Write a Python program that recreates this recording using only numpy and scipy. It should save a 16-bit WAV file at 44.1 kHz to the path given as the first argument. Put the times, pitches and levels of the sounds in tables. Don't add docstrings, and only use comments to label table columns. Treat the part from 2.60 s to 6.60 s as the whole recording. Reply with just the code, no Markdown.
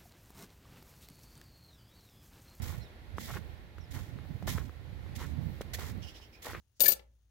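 import sys
import numpy as np
from scipy import signal
from scipy.fft import rfft, irfft
from scipy.io import wavfile
from scipy.ndimage import uniform_filter1d

SR = 44100
rng = np.random.default_rng(int(sys.argv[2]) if len(sys.argv) > 2 else 0)


def generate_wav(signal):
    frames = np.transpose(np.atleast_2d(signal))
    scaled = np.clip(frames, -1, 1) * 32767
    pcm = np.round(scaled).astype(np.int16)
    wavfile.write(sys.argv[1], SR, pcm)


N = 176400
T = np.arange(N) / SR
BIN_HZ = np.arange(N // 2 + 1) * SR / N
SNOW_TOP_HZ, WIND_LEFT_DB, BIRD_PAN_DB = 2230, -21.5, -9.5

# start in seconds, heel level in dB, sole delay and hold in seconds,
# sole level and its fade over the hold in dB, release in seconds, treble tilt in dB.
STEPS = [(0.017, -46.5, 0.017, 0.083, -48.5, 3, 0.057, 5.5),
         (0.567, -54.5, 0.037, .17, -45.5, 6, 0.016, 2.5),
         (1.306, -50.5, 0.035, 0.026, -50.5, -0.5, .065, 2.5),
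         (1.869, -37.5, 0.023, 0.021, -38, 2.5, 0.051, 3), (2.55, -47, 0.044, 0.015, -48, 0.5, 0.053, 0.5),
         (3.1324, -36.5, 0.062, .1, -47.5, 3.5, 0.02, 2),
         (3.818, -48.5, 0.018, 0.052, -46.5, 1.5, 0.052, 2.5)]
# frequency in Hz, left minus right in dB.
CLOSE_BALANCE = [(500, 0), (2000, -5), (3300, -1), (5500, -10.5), (7500, -9), (9500, -4), (12000, 4),
                 (15000, 13)]
FAR_BALANCE = [(80, -2.5), (500, 3), (2000, -4.5), (3300, -2.5), (5500, -5.5), (9000, 0), (14000, 6.5)]


def from_db(db):
    return 10 ** (np.asarray(db) / 20)


def rms_one(x):
    return x / np.sqrt(np.mean(x ** 2) + 1e-20)


def pan(db):
    return from_db(np.array([[.5], [-.5]]) * db)


def in_time(rows):
    return np.interp(T, *np.transpose(rows))


def per_bin(points):
    hz, values = np.transpose(points)
    return np.interp(np.log(BIN_HZ + 1), np.log(hz), values)


def coloured(x, points):
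    cepstrum = irfft(np.log(rms_one(from_db(per_bin(points)))), N)
    fold = np.concatenate([[1], np.full(N // 2 - 1, 2), np.zeros(N // 2)])
    return irfft(rfft(x) * np.exp(rfft(cepstrum * fold)), N)


def balanced(x, points):
    gains = pan(per_bin(points))
    return irfft(rfft(x) * gains / np.sqrt(np.mean(gains ** 2, axis=0)), N)


def envelope(start, attack, hold, release, fade_db=0):
    t = T - start
    rise = np.clip(t / attack, 0, 1)
    sink = from_db(-fade_db * np.clip((t - attack) / hold, 0, 1))
    return rise * sink * np.exp(-np.clip((t - attack - hold) / release, 0, 20))


def grains(per_s, spread_db, size=N):
    sizes = from_db(spread_db * np.minimum(rng.exponential(1, size), 4))
    return rms_one(sizes * rng.choice([-1, 1], size) * (rng.random(size) < per_s / SR))


def lowpass(x, hz):
    return signal.sosfilt(signal.butter(2, hz, fs=SR, output="sos"), x)


def street():
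    # frequency in Hz, relative level in dB.
    colour = [(25, -18), (45, 5.5), (75, 10), (110, -0.5), (200, -5.5), (400, -8), (700, -10.5),
              (1200, -17.5), (2000, -13), (2700, -20), (4000, -21), (5500, -30.5), (8500, -38),
              (13000, -33.5), (15800, -39)]
    # frequency in Hz, left-right correlation.
    likeness = [(60, 0.73), (300, 1), (700, 0.43), (1500, 0), (3000, 0.031), (15000, 0.19)]
    # time in seconds, level in dB.
    level = [(0, -50), (.4, -53), (.9, -51.5), (1.12, -55), (1.5, -51.5), (1.85, -53), (2.2, -53.5),
             (2.5, -51), (2.9, -51), (3.4, -51), (3.75, -58), (4, -51)]
    mid, side = rfft(rng.standard_normal((2, N)))
    alike = per_bin(likeness)
    air = irfft(np.sqrt(1 + alike) * mid + np.sqrt(1 - alike) * side * [[1], [-1]], N)
    return from_db(in_time(level)) * rms_one(balanced(coloured(air, colour), FAR_BALANCE))


def wind():
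    # frequency in Hz, relative level in dB.
    slow_colour = [(20, -26.5), (32, -55), (48, -7), (62, -2.5), (80, 0.5), (115, -6.5), (170, -14.5),
                   (250, -31.5), (500, -37.5), (1500, -70)]
    fast_colour = [(40, -13.5), (90, 2), (140, 0.5), (200, 1), (300, -7.5), (450, -24.5), (900, -25.5),
                   (3000, -61.5)]
    # time in seconds, relative level in dB.
    slow_level = [(0.0, -39.5), (0.21, -41.5), (0.33, -69), (0.56, -42.5), (0.66, -59), (0.71, -40),
                  (1.15, -58), (1.2, -41.5), (1.28, -59), (1.31, -43), (1.44, -41), (1.47, -69),
                  (1.49, -48.5), (1.77, -44.5), (1.78, -50.5), (1.89, -35.5), (2.08, -42), (2.1, -49.5),
                  (2.88, -38), (3.01, -48.5), (3.17, -43), (3.45, -41.5), (3.51, -61), (3.81, -84),
                  (3.89, -52), (4.0, -51)]
    fast_level = [(0.0, -44), (0.39, -87), (0.6, -48), (1.26, -79), (1.35, -44), (1.45, -61), (1.57, -47.5),
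                  (1.67, -69), (1.7, -46), (1.8, -60), (1.83, -42.5), (1.94, -44), (2.08, -47.5),
                  (2.12, -64), (2.82, -44.5), (2.91, -46.5), (2.99, -63), (3.01, -55), (3.09, -62),
                  (3.38, -45), (3.51, -71), (3.77, -90), (3.95, -51), (4.0, -68)]
    boost_db, steady_s = 5, 0.0522
    out = 0
    for colour, level in ((slow_colour, slow_level), (fast_colour, fast_level)):
        eddies = coloured(rng.standard_normal((2, N)), colour)
        running_rms = np.sqrt(uniform_filter1d(eddies ** 2, int(steady_s * SR), axis=1) + 1e-9)
        out += from_db(in_time(level) + boost_db) * eddies / running_rms
    return out * from_db([[WIND_LEFT_DB], [0]])


def sizzle():
    # frequency in Hz, relative level in dB.
    colour = [(150, -15), (500, 0), (1400, -9), (2000, 6.5), (2600, -4.5), (3400, 2), (4400, -1.5),
              (5500, -1.5), (7300, -3), (8700, -9.5), (12000, -6), (15500, -7.5)]
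    # start in seconds, level in dB.
    brushes = [(1.179, -63.5), (1.822, -61.5), (1.978, -79), (2.05, -62), (3.009, -45.5)]
    contact_s, shortest_swell_s = 0.0049, 0.022
    clump_db, clump_hz, tilt_hz = 2.1, 87, 8400
    crystals = np.array([grains(per_s=5000, spread_db=2) for _ in range(2)])
    crystals = rms_one(crystals + 0.91 * rng.standard_normal((2, N)))
    clumps = rms_one(from_db(clump_db * rms_one(lowpass(rng.standard_normal(N), clump_hz))))
    fine = balanced(coloured(crystals * clumps, colour), CLOSE_BALANCE)
    dull = irfft(rfft(fine) / (1 + (BIN_HZ / tilt_hz) ** 4), N)
    treble = fine - dull
    out = fine * sum(from_db(db) * envelope(start, contact_s, hold=0.0043, release=0.0013)
                     for start, db in brushes)
    for start, heel_db, delay, hold, sole_db, fade_db, release, tilt_db in STEPS:
        heel = from_db(heel_db) * envelope(start, contact_s, hold=0.011, release=0.008)
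        swell = max(delay, shortest_swell_s)
        sole = from_db(sole_db) * envelope(start, swell, hold, release, fade_db)
        sole *= np.clip((T - start) / swell, 0, 1)
        tilted = dull * from_db(-tilt_db / 2) + treble * from_db(tilt_db / 2)
        out += np.hypot(heel, sole) * tilted
    return out


def stray_crystals():
    # frequency in Hz, relative level in dB.
    colour = [(500, -27), (2000, 12), (4000, -5), (7000, -1), (9000, -2), (13000, 3), (15500, 8.5)]
    below_sole_db = 17
    level = sum(from_db(sole_db - below_sole_db) * envelope(start, delay, hold, release=0.099)
                for start, _, delay, hold, sole_db, *_ in STEPS)
    cracks = np.array([grains(per_s=130, spread_db=4) for _ in range(2)])
    return balanced(coloured(level * cracks, colour), CLOSE_BALANCE)


def fractures(hz, size):
    per_s, pitch_count, pitch_ratio = 1500, 7, 1.53
    ring_cycles = 8.9
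    out = 0
    for pitch in hz * np.geomspace(1 / pitch_ratio, pitch_ratio, pitch_count):
        radius = from_db(-60 * pitch / (ring_cycles * SR))
        angle = 2 * np.pi * pitch / SR
        clicks = grains(per_s / pitch_count, spread_db=2, size=size) + 1e-18
        out += signal.lfilter([1, 0, -1], [1, -2 * radius * np.cos(angle), radius ** 2], clicks)
    return rms_one(lowpass(out, SNOW_TOP_HZ))


def crunch():
    # middle of the swell in seconds, length in seconds, level in dB, pitch in Hz.
    packings = [(0.02, .13, -57, 1370), (0.68, 0.036, -49.5, 990), (0.736, 0.0062, -46.5, 1390),
                (0.754, 0.019, -45, 1410), (1.342, 0.054, -53.5, 1050), (1.873, 0.026, -48.5, 1410),
                (1.919, 0.097, -56, 1360), (2.587, 0.067, -50.5, 1440), (3.184, 0.011, -46, 700),
                (3.205, .04, -51, 1180), (3.257, 0.044, -57, 1280), (3.85, 0.028, -47.5, 810),
                (3.884, 0.033, -49, 1380), (3.936, 0.038, -48.5, 1700)]
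    # frequency in Hz, relative level in dB.
    colour = [(100, -33), (300, 3.5), (450, 4.5), (750, -14.5), (1300, -6.5), (1900, 0.5), (2300, -10.5),
              (2800, -10), (4500, -22.5), (9000, -46)]
    swell_share, mid_db, side_db = 0.34, -5, -7.5
    creak, load = 0, 0
    for onset, length, db, hz in packings:
        swell = swell_share * length
        weight = from_db(db) * envelope(onset - swell / 2, swell, length - swell / 2, release=0.0077)
        creak += weight * np.resize(fractures(hz, size=SR // 4), N)
        load += weight
    mid, side = rng.standard_normal((2, N))
    crumbs = from_db(mid_db) * mid + from_db(side_db) * side * [[1], [-1]]
    return pan(db=-0.5) * (creak + coloured(load * crumbs, colour))


def chirps():
    # start and length in seconds, pitch and its fall in Hz, level in dB.
    calls = [(0.201, .045, 4120, 150, -62.5), (0.213, 0.046, 5450, 302, -68),
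             (.24, 0.048, 3690, 204, -66.5), (1.2, 0.035, 5540, 100, -69), (1.226, 0.036, 5350, 350, -71)]
    arch_hz, wobble_hz = 257, 147
    out = 0
    for start, length, hz, fall_hz, db in calls:
        progress = np.clip((T - start) / length, 0, 1)
        arch = np.sin(np.pi * progress)
        wobble = rms_one(lowpass(rng.standard_normal(N), hz=600))
        pitch = hz - fall_hz * progress + arch_hz * (arch - .5) + wobble_hz * wobble
        out += from_db(db) * np.sqrt(2) * arch * np.sin(2 * np.pi * np.cumsum(pitch) / SR)
    return pan(BIRD_PAN_DB) * out


def knock(t, hz, cycles):
    return np.sin(2 * np.pi * hz * t) * from_db(-60 * np.minimum(t * hz / cycles, 2))


def snaps():
    # start in seconds, relative level in dB, pitch in Hz.
    breaks = [(.583, -24.5, 1110), (.742, -32, 1350), (0.77, -32, 1410), (1.183, -38, 1300),
              (1.588, -39, 1290), (1.653, -50.5, 696), (1.825, -39, 636), (1.8766, -31, 650),
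              (1.8797, -26, 1560), (1.979, -30.5, 1200), (1.983, -25.5, 1450), (2.095, -40, 1160),
              (2.463, -47, 870), (3.009, -32, 469), (3.018, -33.5, 1410), (3.189, -39, 680),
              (3.6, -51, 895), (3.869, -32.5, 830), (3.933, -30.5, 1540), (3.949, -26, 1604),
              (3.963, -41, 1710)]
    boot_db, tail_db, tail_s = -4.5, -19.5, 0.004
    rise_s, bottom_hz = 0.00033, 255
    out = 0
    for start, db, hz in breaks:
        t = np.maximum(T - start, 0)
        lump = knock(t, hz, cycles=5.2)
        boot = from_db(boot_db) * knock(t, hz=407, cycles=2.56)
        tail = (t > 0) * np.exp(-np.minimum(t / tail_s, 20))
        crumbs = 2 * from_db(tail_db) * rng.standard_normal((2, N)) * tail
        out += 2 * from_db(db) * (lump + boot + crumbs) * np.minimum(t / rise_s, 1)
    out = signal.sosfilt(signal.butter(2, bottom_hz, "high", fs=SR, output="sos"), out)
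    return pan(db=0.5) * lowpass(out, SNOW_TOP_HZ)


def rustles():
    # start and hold in seconds, level in dB.
    swishes = [(.8, 0.099, -84), (1.63, 0.23, -69), (2.8, 0.21, -65.5), (3.32, 0.5, -72)]
    # frequency in Hz, relative level in dB.
    colour = [(2000, -21), (4200, 7), (6000, -2), (9000, -8), (12500, 2), (15500, 6)]
    edge_s = 0.022
    level = sum(from_db(db) * envelope(start, edge_s, hold, edge_s) for start, hold, db in swishes)
    return level * balanced(coloured(rng.standard_normal((2, N)), colour), CLOSE_BALANCE)


def thumps():
    # centre in seconds, level in dB, pitch in Hz.
    eddies = [(1.35, -27, 132), (1.562, -31.5, 193), (1.71, -28, 140), (1.758, -26, 114), (1.952, -23, 148),
              (2.793, -23, 124), (2.87, -28, 105), (2.905, -46, 180), (3.384, -36.5, 168)]
    width_cycles = 0.52
    out = 0
    for centre, db, hz in eddies:
        cycles = (T - centre) * hz
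        bell = np.exp(-np.minimum((cycles / width_cycles) ** 2 / 2, 20))
        out += from_db(db) * np.sin(2 * np.pi * cycles) * bell
    return out * from_db([[WIND_LEFT_DB], [0]])


def chatter():
    # start and length in seconds, lower and upper pitch in Hz,
    # glide in octaves, level in dB.
    notes = [(3.415, 0.034, 3125, 5760, -.17, -53.5), (3.463, 0.024, 2950, 5300, 0.033, -55.5),
             (3.483, 0.023, 3300, 5100, 0.066, -60.5), (3.538, 0.019, 3050, 5400, .05, -58.5),
             (3.55, 0.046, 3740, 4860, 0.018, -60.5), (3.606, 0.052, 3010, 5400, 0.02, -60),
             (3.721, 0.05, 2400, 5200, 0.041, -61.5)]
    # frequency in Hz, relative level in dB.
    colour = [(1200, -27), (2300, 3), (3100, 3), (4100, -4), (5200, 7), (6200, -2.5), (8500, -11),
              (13000, -12.5), (16000, -16)]
    roughness_hz, upper_db, rasp_db = 180, -8, -2.5
    rough = rms_one(lowpass(rng.standard_normal((2, 2, N)), roughness_hz))
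    rasp = from_db(rasp_db) * balanced(coloured(rng.standard_normal((2, N)), colour), FAR_BALANCE)
    out = 0
    for start, length, lower_hz, upper_hz, glide, db in notes:
        progress = np.clip((T - start) / length, 0, 1)
        phase_per_hz = 2 * np.pi * np.cumsum(2 ** (glide * (progress - .5))) / SR
        lower = rough[0] * np.sin(lower_hz * phase_per_hz)
        upper = from_db(upper_db) * rough[1] * np.sin(upper_hz * phase_per_hz)
        level = from_db(db) * envelope(start, attack=0.012, hold=length / 2, release=0.023)
        out += level * (pan(BIRD_PAN_DB) * (lower + upper) + rasp)
    return out


def reflected(x):
    # delay to the left and to the right microphone in seconds, gain.
    bounces = [(.0023, .0021, 0.088), (.0037, 0.0028, .2), (.0083, .0097, 0.21)]
    out = x.copy()
    for left, right, gain in bounces:
        for channel, delay in enumerate((left, right)):
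            lag = round(delay * SR)
            out[channel, lag:] += gain * x[channel, :N - lag]
    return out / np.sqrt(1 + sum(gain ** 2 for _, _, gain in bounces))


def scene():
    pavement = reflected(sizzle() + stray_crystals() + crunch() + rustles() + street() + chatter())
    return pavement + snaps() + wind() + thumps() + chirps()


def record(dry):
    cutoff_hz = 15900
    return signal.sosfilt(signal.ellip(12, .1, 70, cutoff_hz, fs=SR, output="sos"), dry)


dry = scene()
out = record(dry)
generate_wav(out)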